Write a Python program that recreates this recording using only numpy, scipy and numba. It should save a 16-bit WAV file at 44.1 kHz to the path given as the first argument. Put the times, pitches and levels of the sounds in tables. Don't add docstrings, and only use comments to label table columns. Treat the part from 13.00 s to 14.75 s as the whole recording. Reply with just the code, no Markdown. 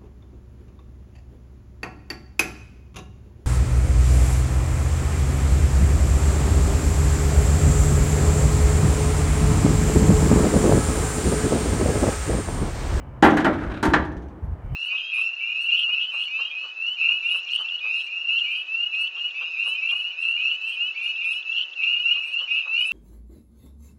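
import sys
import numpy as np
from scipy import signal
from scipy.fft import rfft, irfft
from scipy.io import wavfile
from scipy.ndimage import uniform_filter1d
from numba import njit

SR = 44100
rng = np.random.default_rng(int(sys.argv[2]) if len(sys.argv) > 2 else 0)


def transcribe(u):
    v = np.clip(np.atleast_2d(u).T, -1, 1)
    q = np.round(v * 32767).astype(np.int16)
    wavfile.write(sys.argv[1], SR, q)


N = 77175

# start in seconds, level in dB, boom, clang, crack and sizzle in dB
# relative to the body, factor on the ring time, favoured frequency in Hz, its lift in dB.
BLOWS = [(.2245, 0, 1.5, 2.5, 2.5, -3, 0.85, 807, 10.5), (.243, -3, 4, 4.5, -1, 1.5, 1.17, 790, 4.5),
         (.369, -13.5, 5, 8, 9.5, 5.5, 0.84, 990, 0.5), (.402, -22, -14, 8.5, 12, -2, 0.64, 1400, 2),
         (.445, -10, 3.5, 8.5, 5.5, 0, 0.79, 608, 14), (.464, -6.5, 1, -3.5, -25, -7, 0.64, 1355, 7),
         (.828, -10, 3, 1, 11, 7, 1.05, 1410, 5), (0.851, -11, 6, 2.5, 5, 9, 0.56, 902, 8),
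         (0.899, -15.5, -9, 3, -9, 4, 0.37, 890, -1), (0.9348, -3, -0.5, 7, 2, -9, 0.71, 1860, 1)]
BOOM_HZ, BODY_HZ, CLANG_HZ, CRACK_HZ, SIZZLE_HZ = 304, 863, 1970, 6500, 12000
# frequency in Hz, relative level in dB.
STRONG_MODES = [(192, -11.5), (243, -9), (272, -4.5), (296, -7), (313, 0), (338, -6), (385, -8),
                (412, -9.5), (662, -4), (785, -2), (818, -5.5), (908, 0.5), (1066, -12.5), (1158, -4),
                (1380, -3.5), (1575, -6.5), (1675, -6), (1752, -14), (1909, -10), (1995, -12),
                (3020, -15.5), (3950, -20)]
# frequency in Hz, nominal time to fall 60 dB in seconds.
STRONG_T60 = [(190, 0.55), (310, 0.35), (420, 0.35), (800, 0.18), (1400, 0.25), (2000, .22), (4000, 0.1)]
# frequency in Hz, relative level in dB.
DENSE_SPECTRUM = [(120, -9), (290, -0.5), (480, -5.5), (850, -3.5), (1700, -6), (2400, -17), (3300, -21),
                  (5000, -32), (8000, -35), (12000, -40.5), (16000, -57)]
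# frequency in Hz, nominal time to fall 60 dB in seconds.
DENSE_T60 = [(200, 0.67), (800, 0.38), (2000, 0.26), (5000, 0.21), (14000, 0.13)]
# frequency in Hz, relative level in dB.
CONTACT_SPECTRUM = [(500, -1), (1800, 0), (4000, -5.5), (8000, -7.5), (16000, -26.5)]
STRONG_DB, DENSE_DB, CONTACT_DB = -15.5, -11.5, -29.5

# start in seconds, level in dB, pitch in Hz, T60 in seconds.
THUDS = [(0.243, -18, 81, 0.19), (0.276, -9.5, 283, 0.21), (.322, -11.5, 310.2, 0.16),
         (0.378, -27, 96, 0.12), (0.569, -27, 70, 0.037), (.668, -20.5, 56.3, .1), (.882, -8.5, 69.6, .11),
         (0.919, -5, 312.7, 0.064), (1.167, -18, 67.2, 0.095), (1.17, -23.5, 177, 0.097)]
# start in seconds, level in dB.
TICKS = [(.305, -35), (0.337, -40.5), (.535, -48.5), (1.05, -48.5), (1.118, -54.5), (1.167, -51.5),
         (1.221, -56), (1.285, -58.5)]
# frequency in Hz, relative level in dB.
TICK_SPECTRUM = [(1000, 10), (3300, 5), (4000, 2.5), (5000, -4.5), (6200, 2), (7500, -10), (9000, -11),
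                 (11500, -18), (15000, -34)]
# time in seconds, level of the grind in dB, level of the rasp in dB.
SLIDE_LEVELS = [(.5, -35, -50.5), (.605, -34, -50.5), (.65, -36.5, -60), (.71, -35, -52.5),
                (0.749, -35.5, -46), (0.798, -37, -49), (.825, -45, -54)]
# frequency in Hz, relative level in dB.
GRIND_SPECTRUM = [(300, 8), (900, -1), (1500, 4.5), (2500, -10.5), (3900, -26), (5000, -26), (9000, -34),
                  (15000, -52)]
# frequency in Hz, relative level in dB.
RASP_SPECTRUM = [(500, -15), (2200, 1.5), (3000, -0.5), (3900, -2.5), (4900, -19), (9000, -35),
                 (15000, -52)]

# frequency in Hz, time to fall 60 dB in seconds.
YARD_T60 = [(100, 1.5), (330, 1.174), (600, 0.92), (1400, 0.37), (2500, 0.53), (6000, 0.34), (14000, 0.36)]
# frequency in Hz, relative level in dB.
DRONE_SPECTRUM = [(22, -32), (50, 6), (110, 0.5), (250, -7.5), (500, -13.5), (1000, -15.5), (1700, -25),
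                  (2500, -35.5), (4000, -48.5), (6000, -53), (15000, -60)]
# time in seconds, level in dB.
SQUEAL_LEVELS = [(0, -59.5), (.05, -67), (.12, -71), (1.5, -86), (1.66, -66.5), (1.72, -60.5), (1.75, -61)]
# frequency in Hz, relative level in dB.
SQUEAL_SPECTRUM = [(1000, -30), (2150, -1), (2320, 6.5), (2500, -10), (2850, -1), (3020, 4), (3250, -23),
                   (5000, -29.5), (12000, -52)]
# time in seconds, level in dB.
GUST_LEVELS = [(0, -40), (.3, -38), (.65, -33.5), (.8, -39), (1.0, -29.5), (1.12, -55), (1.38, -63),
               (1.445, -21), (1.48, -33.5), (1.53, -28), (1.58, -48.5), (1.66, -26.5), (1.7, -31),
               (1.75, -19.5)]
# frequency in Hz, relative level in dB.
GUST_SPECTRUM = [(20, -26), (38, -15.5), (55, -7.5), (85, -8), (140, -15), (260, -50), (800, -45),
                 (3000, -81)]


def panel(dense_count=640, spread_s=0.0021, band_ratio=1.096):
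    out = np.zeros(N)
    strong_hz, strong_db = np.array(STRONG_MODES, float).T
    place = (np.arange(dense_count) + rng.random(dense_count)) / dense_count
    dense_hz = 120 + 5000 * place + 11000 * place ** 3
    dense_gain = undb(at(DENSE_SPECTRUM, dense_hz)) * np.sqrt(np.gradient(dense_hz))
    dense_gain *= undb(DENSE_DB) / np.sqrt(np.sum(dense_gain ** 2) / 2)
    build = rise(spread_s)
    for start, level_db, boom, clang, crack, sizzle, length, favoured_hz, lift_db in BLOWS:
        strong = strike(strong_hz, undb(strong_db + STRONG_DB), at(STRONG_T60, strong_hz) * length)
        dense = strike(dense_hz, dense_gain, at(DENSE_T60, dense_hz) * length)
        band = [(favoured_hz / band_ratio, 0), (favoured_hz, lift_db), (favoured_hz * band_ratio, 0)]
        sheet = build * colour(strong + dense, band)
        contact = undb(CONTACT_DB) * noise(CONTACT_SPECTRUM) * fade(t60=0.047)
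        tone = [(BOOM_HZ, boom), (BODY_HZ, 0), (CLANG_HZ, clang),
                (CRACK_HZ, crack), (SIZZLE_HZ, sizzle)]
        add(out, start, undb(level_db) * colour(sheet + contact, tone))
    return out


def strike(hz, gain, t60, detune=0.00701, scatter_db=1.5):
    shift, scatter = rng.standard_normal((2, len(hz)))
    tuned_hz = hz * (1 + detune * shift)
    poles = np.exp((2j * np.pi * tuned_hz - np.log(1000) / t60) / SR)
    phases = np.exp(2j * np.pi * rng.random(len(hz)))
    return ring(poles, gain * undb(scatter_db * scatter) * phases, N)


@njit
def ring(poles, weights, count):
    out = np.zeros(count)
    for k in range(len(poles)):
        phasor, pole = weights[k], poles[k]
        for i in range(min(count, int(-8 / np.log(abs(pole))))):
            out[i] += phasor.imag
            phasor *= pole
    return out


def thuds():
    out, t = np.zeros(N), np.arange(N) / SR
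    for start, db, hz, t60 in THUDS:
        add(out, start, undb(db) * np.sin(2 * np.pi * hz * t) * fade(t60) * rise(tau_s=0.004))
    return out


def ticks():
    out = np.zeros(N)
    for start, db in TICKS:
        add(out, start, undb(db) * noise(TICK_SPECTRUM) * fade(t60=0.14))
    return out


def slide(slips_per_s=790, scatter_db=3, slip_t60_s=0.043):
    t = np.arange(N) / SR
    slips = (rng.random(N) < slips_per_s / SR) * undb(scatter_db * rng.standard_normal(N))
    bursts = signal.fftconvolve(slips, fade(slip_t60_s))[:N]
    grit = unit(uniform_filter1d(bursts, size=64))
    rows = np.array(SLIDE_LEVELS)
    touching = uniform_filter1d(1. * ((t > rows[0, 0]) & (t < rows[-1, 0])), size=400)
    grind = noise(GRIND_SPECTRUM) * curve(rows[:, [0, 1]])
    rasp = noise(RASP_SPECTRUM) * curve(rows[:, [0, 2]])
    return grit * touching * (grind + rasp)


def yard(x, echo_db=-15, onset_s=0.023):
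    spectrum = rfft(rng.standard_normal(N))
    octave = np.log2(np.maximum(np.arange(len(spectrum)) * SR / N, 1))
    tail = np.zeros(N)
    for k in range(6, 15):
        band = irfft(spectrum * np.maximum(1 - abs(octave - k), 0), N)
        tail += band * fade(at(YARD_T60, 2. ** k))
    tail *= rise(onset_s)
    return undb(echo_db) * signal.fftconvolve(x, tail / np.sqrt(np.sum(tail ** 2)))[:N]


def machinery(level_db=-41.5):
    return undb(level_db) * noise(DRONE_SPECTRUM)


def squeal():
    return curve(SQUEAL_LEVELS) * noise(SQUEAL_SPECTRUM)


def gusts():
    return curve(GUST_LEVELS) * noise(GUST_SPECTRUM)


def undb(db):
    return 10 ** (np.asarray(db) / 20)


def at(points, hz):
    freqs, values = np.array(points, float).T
    return np.interp(np.log(np.maximum(hz, 1)), np.log(freqs), values)


def curve(points):
    return undb(np.interp(np.arange(N) / SR, *np.array(points, float).T))


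def colour(x, points, size=2 ** 13):
    hz = np.arange(size // 2 + 1) * SR / size
    cepstrum = irfft(np.log(undb(at(points, hz))))
    cepstrum[1:size // 2] *= 2
    cepstrum[size // 2 + 1:] = 0
    return signal.fftconvolve(x, irfft(np.exp(rfft(cepstrum))))[:len(x)]


def unit(x):
    return x / np.sqrt(np.mean(x ** 2))


def noise(points):
    spectrum = rfft(rng.standard_normal(N))
    hz = np.arange(len(spectrum)) * SR / N
    return unit(irfft(spectrum * undb(at(points, hz)), N))


def rise(tau_s):
    return 1 - np.exp(-np.arange(N) / SR / tau_s)


def fade(t60):
    return np.exp(-np.log(1000) * np.arange(N) / SR / t60)


def add(out, start, x):
    i = int(start * SR)
    out[i:] += x[:N - i]


def scene():
    scrap = panel() + thuds() + ticks() + slide()
    return (scrap + yard(scrap) + machinery() + squeal() + gusts())[None]


def record(dry, top_hz=16200):
    rounded = dry / (1 + dry ** 8) ** (1 / 8)
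    return signal.sosfilt(signal.ellip(8, .2, 70, top_hz, fs=SR, output="sos"), rounded)


dry = scene()
out = record(dry)
transcribe(out)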